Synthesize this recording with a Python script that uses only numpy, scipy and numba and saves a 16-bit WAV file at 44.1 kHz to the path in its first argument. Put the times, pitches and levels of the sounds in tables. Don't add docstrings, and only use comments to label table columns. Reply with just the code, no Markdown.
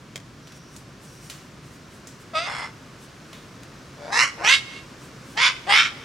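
import sys
import numpy as np
from scipy import signal
from scipy.fft import rfft, irfft, next_fast_len
from scipy.io import wavfile
from scipy.ndimage import uniform_filter1d
from numba import njit

SR = 44100
rng = np.random.default_rng(int(sys.argv[2]) if len(sys.argv) > 2 else 0)


def persist_wave(psi):
    counts = np.round(np.clip(psi, -1, 1) * 32767).astype(np.int16)
    wavfile.write(sys.argv[1], SR, np.atleast_2d(counts).T)


N = 266364


def from_db(db):
    return 10 ** (np.asarray(db) / 20)


def rms_one(x):
    return x / np.sqrt(np.mean(x ** 2) + 1e-20)


def at_hz(points, hz):
    known_hz, values = np.transpose(points)
    return np.interp(np.log(np.maximum(hz, 1)), np.log(known_hz), values)


def cut(x, hz, kind, order=2):
    return signal.sosfilt(signal.butter(order, hz, kind, fs=SR, output="sos"), x)


def waver(n, rate_hz):
    return rms_one(cut(rng.standard_normal(n + SR), rate_hz, "low")[SR:])


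def ramp(age, length_s):
    return np.clip(age / length_s, 0, 1)


def blend(first, last, share):
    return first + (last - first) * share


@njit
def resonate(x, hz, width):
    r = np.exp(-np.pi * width / SR)
    y = np.zeros(len(x))
    for i in range(2, len(x)):
        drive = (1 - r * r) / 2 * (x[i] - x[i - 2])
        y[i] = drive + 2 * r * np.cos(2 * np.pi * hz[i] / SR) * y[i - 1] - r * r * y[i - 2]
    return y


# f/Hz, correlation (0-1)
LIKENESS = [(50, 0.975), (250, 0.9776), (1000, 0.703), (4000, 0.79), (12000, 0.774)]


def stereo_noise(spectrum):
    size = next_fast_len(N)
    hz = np.arange(size // 2 + 1) * SR / size
    mid, side = rfft(rng.standard_normal((2, size))) * from_db(at_hz(spectrum, hz))
    alike = np.clip(at_hz(LIKENESS, hz), 0, 1)
    channels = np.sqrt(1 + alike) * mid + np.sqrt(1 - alike) * side * [[1], [-1]]
    return rms_one(irfft(channels, size)[:, :N])


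# f/Hz, relative spectral level/dB
RUMBLE_SPECTRUM = [(21, -42), (35, -20), (54, -8), (70, -12.5), (87, -10.5), (136, 1.5), (172, -5),
                   (240, -7.5), (274, -5.5), (301, -10.5), (335, -9), (467, -21.5), (600, -21.5),
                   (780, -25), (1320, -120)]


def rumble():
    return from_db(-47.5) * stereo_noise(RUMBLE_SPECTRUM)


# f/Hz, relative spectral level/dB
AIR_SPECTRUM = [(290, 2.5), (500, 1), (827, -5.5), (1040, -0.5), (1530, -2), (1990, -6), (2160, -6),
                (3740, -10.5), (4070, -10.5), (5830, -11), (15500, -33)]
AIR_START_DB, AIR_RISE_DB_PER_S = -49.5, 0.85


def air(t):
    return from_db(AIR_START_DB + AIR_RISE_DB_PER_S * t) * stereo_noise(AIR_SPECTRUM)


# t/s, body level before the common gain/dB,
# snap level before the common gain/dB, scrape level relative to each/dB, scrape decay/s,
# widening of the beak's resonances (factor)
CLICKS = [(.158, -27.5, -42.5, -21, 0.0102, 0.49), (0.472, -46, -60.5, -7.5, 0.031, 2.34),
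          (0.521, -45.5, -67.5, -9.5, 0.037, 2.1), (0.764, -43, -45.5, -25, 0.0195, 2.65),
          (1.299, -35, -45.5, -8, 0.0755, 3.65), (2.071, -49, -48.5, -7, 0.052, 2.2),
          (3.33, -41, -78, -6.5, 0.076, 1.36), (3.633, -41, -57, -24, 0.0097, 2.5)]
# f/Hz, width before widening/Hz, relative level/dB
BEAK_RESONANCES = [(615, 253, -7.5), (1460, 690, -10.5), (2065, 630, -4), (3154, 640, -6), (3456, 176, -20)]
# f/Hz, relative spectral level/dB
SNAP_SPECTRUM = [(3000, -40), (5000, -4.5), (7500, -4), (10000, -14), (15000, -24.5)]


def clicks(body_gain_db, snap_gain_db, body_decay_s, snap_decay_s):
    body, snap = np.zeros(N), np.zeros(N)
    age = np.arange(SR // 4) / SR
    for start_s, body_db, snap_db, scrape_db, scrape_s, widening in CLICKS:
        span = int(start_s * SR) + np.arange(len(age))
        crunch = rng.standard_normal(len(age))
        ringing = np.zeros(len(age))
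        for hz, width, db in BEAK_RESONANCES:
            centre = np.full(len(age), float(hz))
            ringing += from_db(db) * resonate(crunch, centre, float(width * widening))
        scrape = from_db(scrape_db) * np.exp(-age / scrape_s)
        body[span] += from_db(body_db) * (np.exp(-age / body_decay_s) + scrape) * rms_one(ringing)
        snap[span] += from_db(snap_db) * (np.exp(-age / snap_decay_s) + scrape)
    return from_db(body_gain_db) * body + from_db(snap_gain_db) * snap * stereo_noise(SNAP_SPECTRUM)


# delay/s, left level/dB, right level/dB
REFLECTIONS = [(.0031, -47.5, -42.5), (.0087, -10, -9), (.019, -10, -12.5), (.043, -16, -22),
               (.238, -30.5, -31.5)]


def yard(x, t60_s, tail_db, near_t60_s, near_db):
    age = np.arange(SR) / SR
    sideways = rms_one(rng.standard_normal(SR)) * np.array([[1], [-1]])
    diffuse = rms_one(rng.standard_normal((2, SR)))
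    response = np.zeros((2, SR))
    for scatter, db, t60 in ((diffuse, tail_db, t60_s), (sideways, near_db, near_t60_s)):
        response += scatter * from_db(db - 60 * age / t60) / np.sqrt(t60 * SR / np.log(1e6))
    for delay_s, left_db, right_db in REFLECTIONS:
        response[:, int(delay_s * SR)] += from_db([left_db, right_db])
    return signal.fftconvolve(x, response, axes=1)[:, :N]


# start t/s, length/s, level/dB
WHISTLES = [(0.415, 0.378, -59.5), (1.059, 0.25, -59.5)]
WHISTLE_HZ, WHISTLE_EDGE_S = 5706, 0.023


def whistle(t):
    level = np.zeros(N)
    for start_s, length_s, db in WHISTLES:
        fade_in = ramp(t - start_s, WHISTLE_EDGE_S)
        fade_out = ramp(start_s + length_s - t, WHISTLE_EDGE_S)
        level += from_db(db) * fade_in * fade_out
    band = [WHISTLE_HZ - 250, WHISTLE_HZ + 250]
    return level * rms_one(cut(rng.standard_normal(N), band, "band"))


# peak t/s, length between the 1/e points/s, peak level/dB
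RUSTLES = [(0.567, 0.04, -55), (0.768, 0.116, -54.5), (1.045, 0.051, -55), (1.131, 0.188, -55),
           (1.258, 0.084, -51), (1.666, 0.064, -58.5), (1.742, 0.073, -56.5), (1.953, 0.086, -56),
           (2.217, 0.045, -55), (3.035, 0.064, -53), (3.35, 0.205, -65.5), (5.044, 0.079, -54),
           (5.32, 0.152, -54.5)]
# f/Hz, relative spectral level/dB
FEATHER_SPECTRUM = [(2500, -7.5), (5500, -5), (8000, -1.5), (11000, -8), (15000, -16.5)]


def feathers(t):
    swell = np.zeros(N)
    for peak_s, length_s, db in RUSTLES:
        swell += from_db(db) * np.exp(-(2 * (t - peak_s) / length_s) ** 2)
    return swell * stereo_noise(FEATHER_SPECTRUM)


def syrinx(pitch, rough, jitter, shimmer_db, rasp):
    n = len(pitch)
    wobble = waver(n, 260)
    phase = np.cumsum(pitch * np.exp(jitter * rough ** 2 * wobble)) / SR
    at = np.flatnonzero(np.diff(np.floor(phase)))
    pulses = np.zeros(n)
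    pulses[at] = from_db(shimmer_db * rough[at] * np.clip(rng.standard_normal(len(at)), -2, 2))
    turbulence = rng.standard_normal(n) * np.exp(-2.5 * (phase % 1))
    return rms_one(pulses) + rasp * rough * rms_one(turbulence)


def throat_filter(source, throat, closing_hz, hollow_hz, rough, flutter, flutter_db):
    voice = from_db(-24) * cut(cut(source, 5300, "low"), 500, "high")
    for hz, width, db in throat:
        centre = hz - closing_hz * (hz / 1700) ** 0.2
        centre = centre * (1 + flutter * rough * waver(len(source), 111))
        gain = from_db(db + flutter_db * rough * waver(len(source), 71.5))
        once = resonate(source, centre, float(width))
        voice += gain * resonate(once, centre, float(width))
    voice -= resonate(voice, hollow_hz, 1530.0)
    return cut(voice, 10080, "low", order=4)


ATTACK_S = 0.0099
FADE_DB_PER_S, SWELL_SHARES = (277.5, 404, 401.5), (.2, 1, 0.86)
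GRUNT_COLOUR_DB = (-1, -12, -20)
GRUNT_GROWTH_DB = 15.5


def gate(age, length_s, fade_db_per_s):
    return ramp(age, ATTACK_S) * from_db(-fade_db_per_s * np.maximum(age - length_s, 0))


def register_gains(age, loudness, opening):
    (_, length_s, swell_s, swell_db, low_db, middle_db, high_db,
     bass_loss_db, grunt_s, grunt_db, trail_s, trail_db) = loudness
    levels_db = (low_db - bass_loss_db * opening, middle_db, high_db)
    gains = []
    for db, share, fade, colour_db in zip(levels_db, SWELL_SHARES, FADE_DB_PER_S, GRUNT_COLOUR_DB):
        trail = from_db(trail_db) * gate(age, length_s + trail_s, fade)
        note = np.maximum(gate(age, length_s, fade), trail)
        note = note * from_db(db - share * swell_db * (1 - ramp(age, swell_s)))
        growth_db = -GRUNT_GROWTH_DB * ramp(-age, grunt_s) ** 2
        grunt = gate(age + grunt_s, grunt_s, fade) * from_db(grunt_db + colour_db + growth_db)
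        gains.append(np.hypot(note, grunt))
    return gains


REGISTER_EDGES_HZ = (1600, 4200)
PITCH_LEAD = .8
GRUNT_SINK_HZ = 329
GRUNT_GLIDE_S, GRUNT_ROUGHNESS = .022, .66
TRAIL_SMOOTHING = .3
QUAVER, QUAVER_HZ = .006, 29.83
DOUBLING = .9


def squawk(loudness, gesture, throat):
    start_s, length_s, *_, grunt_s, _, trail_s, _ = loudness
    (open_s, grunt_hz, first_hz, top_hz, first_rough, full_rough,
     sink_hz, closed_hollow_hz, open_hollow_hz) = gesture
    end_s = start_s + length_s + trail_s + 60 / min(FADE_DB_PER_S)
    span = np.arange(int((start_s - grunt_s) * SR), min(int(end_s * SR), N))
    age = span / SR - start_s
    opening = np.sin(np.pi / 2 * ramp(age, open_s)) ** 2
    push = gate(age, length_s, max(FADE_DB_PER_S))
    grunting = 1 - np.exp(np.minimum(age, 0) / GRUNT_GLIDE_S)
    tension = opening ** PITCH_LEAD

    pitch = blend(blend(first_hz, top_hz, tension), grunt_hz, grunting)
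    pitch = pitch * np.exp(QUAVER * waver(len(span), QUAVER_HZ))
    rough = blend(first_rough, full_rough * (1 - TRAIL_SMOOTHING * (1 - push)), tension)
    rough = blend(rough, GRUNT_ROUGHNESS, grunting)
    closing_hz = sink_hz * (1 - opening) + GRUNT_SINK_HZ * grunting
    hollow_hz = blend(closed_hollow_hz, open_hollow_hz, opening)

    source = syrinx(pitch, np.clip(rough, 0, 1), jitter=.16, shimmer_db=5.5, rasp=.75)
    source = source * (1 + DOUBLING * rough * np.cos(np.pi * np.cumsum(pitch) / SR))
    voice = throat_filter(source, throat, closing_hz, hollow_hz, rough, flutter=.018, flutter_db=2.5)
    fundamental = resonate(resonate(source, pitch, 220.0), pitch, 210.0)
    voice += from_db(-11) * cut(fundamental, 387, "high", order=6)

    low, below_high = [signal.sosfiltfilt(signal.butter(4, hz, fs=SR, output="sos"), voice)
                       for hz in REGISTER_EDGES_HZ]
    registers = (low, below_high - low, voice - below_high)
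    out = np.zeros(N)
    for register, gain in zip(registers, register_gains(age, loudness, opening)):
        level = np.sqrt(uniform_filter1d(register ** 2, size=700) + 1e-12)
        out[span] += gain * register / level
    return out


# start t/s, length/s, swell length/s, swell before register share/dB,
# low, middle and high register level/dB (low before bass loss), bass lost as the beak opens/dB,
# grunt length/s, grunt level before register colour/dB, trailing note length/s, its relative level/dB
LOUDNESS = [ (2.345, 0.0492, 0.0383, 4, -25, -28.5, -36.5, 11.5, 0.01614, -31.5, 0.069, -6),
            (2.457, 0.1899, .015, 4, -34.5, -37, -44, 3.5, .04, -48.5, .03, -11.5),
            (4.116, 0.11565, 0.0786, 14, -27, -18, -26, 3, .15, -36, 0.0456, -14.5),
            (4.435, 0.10695, 0.051, 13, -25, -15.5, -24, 6.5, 0.0653, -31.5, 0.25, -30.5),
            (5.366, 0.10796, 0.0673, 11.5, -28.5, -17, -29.5, 1, .02, -42, .1, -25.5),
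            (5.686, 0.1189, 0.0422, 10.5, -20.5, -16, -26.5, 13.5, .024, -27.5, 0.0524, -8)]
# beak opening time/s, grunt f/Hz, first f/Hz, top f/Hz, first roughness (0-1),
# full roughness (0-1), fall of the throat resonances with the beak closed, as at 1700 Hz/Hz,
# antiresonance of the mouth closed f/Hz, open f/Hz
GESTURES = [ (.13, 360, 310, 360, .1, 0.6, 9.5, 6490, 7140), (.12, 360, 400, 450, .7, .95, 8.9, 5840, 5924),
            (.16, 290, 420, 555, .6, .76, 331, 2693, 3547),
            (.095, 275, 405, 542, .52, .48, 523, 3170, 6220),
            (.065, 400, 415, 512, .4, .65, 346, 8600, 8140),
            (.12, 310, 396, 462, .32, .82, 487, 5700, 9520)]
# f/Hz, width of each of two passes/Hz, relative level/dB
THROATS = [
    [(656, 209, 12), (1278, 168, 12.5), (2100, 250, 0), (2592, 300, 0), (3484, 620, -4), (4768, 266, -4),
     (5400, 310, -9.5), (6170, 850, -12), (8070, 320, -17.5)],
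    [(875, 800, 5.5), (1180, 540, -6.5), (2054.3, 86, 8.5), (2774, 160, -10.5), (3391, 128, -4.5),
     (3964, 610, -17), (5240, 300, -5), (6340, 520, -31.5), (8360, 400, -25)],
    [(1167, 523, 2.5), (1400, 800, -21.5), (1928, 516, -7), (2900, 292, -7.5), (4188, 420, -12.5),
     (5470, 610, -9), (6720, 183, -10), (7540, 1620, -19.5), (9320, 2070, -28.5)],
    [(1183, 696, 7.5), (1681.3, 226, 2), (2161, 384, 6.5), (2834, 625, 6), (3314, 900, 0),
     (4680, 324, -2.5), (6133, 500, 0), (8250, 203, -12), (12500, 1250, -22.5)],
    [(1088.3, 503, 9), (1408, 89, -1.5), (2228, 334, 5), (3114, 420, -3), (3426, 450, 1),
     (4965, 2000, -0.5), (6710, 346, -2.5), (8616, 815, -3.5), (11400, 9300, -19.5)],
    [(1238, 665, 12.5), (1747, 234, -4), (2190, 506, 7.5), (3073, 492, 3), (3581, 211, 2.5),
     (4500, 246, -36), (5215, 610, -5), (8280, 340, -22), (9244, 160, -11.5), (12700, 870, -29)],
]


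def squawks():
    return sum(squawk(*call) for call in zip(LOUDNESS, GESTURES, THROATS))


def scene():
    t = np.arange(N) / SR
    background = rumble() + air(t)
    beaks = clicks(body_gain_db=-0.5, snap_gain_db=5.5, body_decay_s=0.00333, snap_decay_s=0.0058)
    birds = squawks() * from_db([[-.6], [.6]]) + beaks
    answer = yard(birds, t60_s=0.643, tail_db=-16.5, near_t60_s=0.0274, near_db=-8.5)
    return birds + answer + whistle(t) + feathers(t) + background


def record(dry):
    rounded = 1.2952 * np.tanh(cut(dry, 40.6, "high", order=3) / 1.2867)
    top_cut = signal.ellip(10, .1, 90, 15900, fs=SR, output="sos")
    return signal.sosfilt(top_cut, rounded)


dry = scene()
out = record(dry)
persist_wave(out)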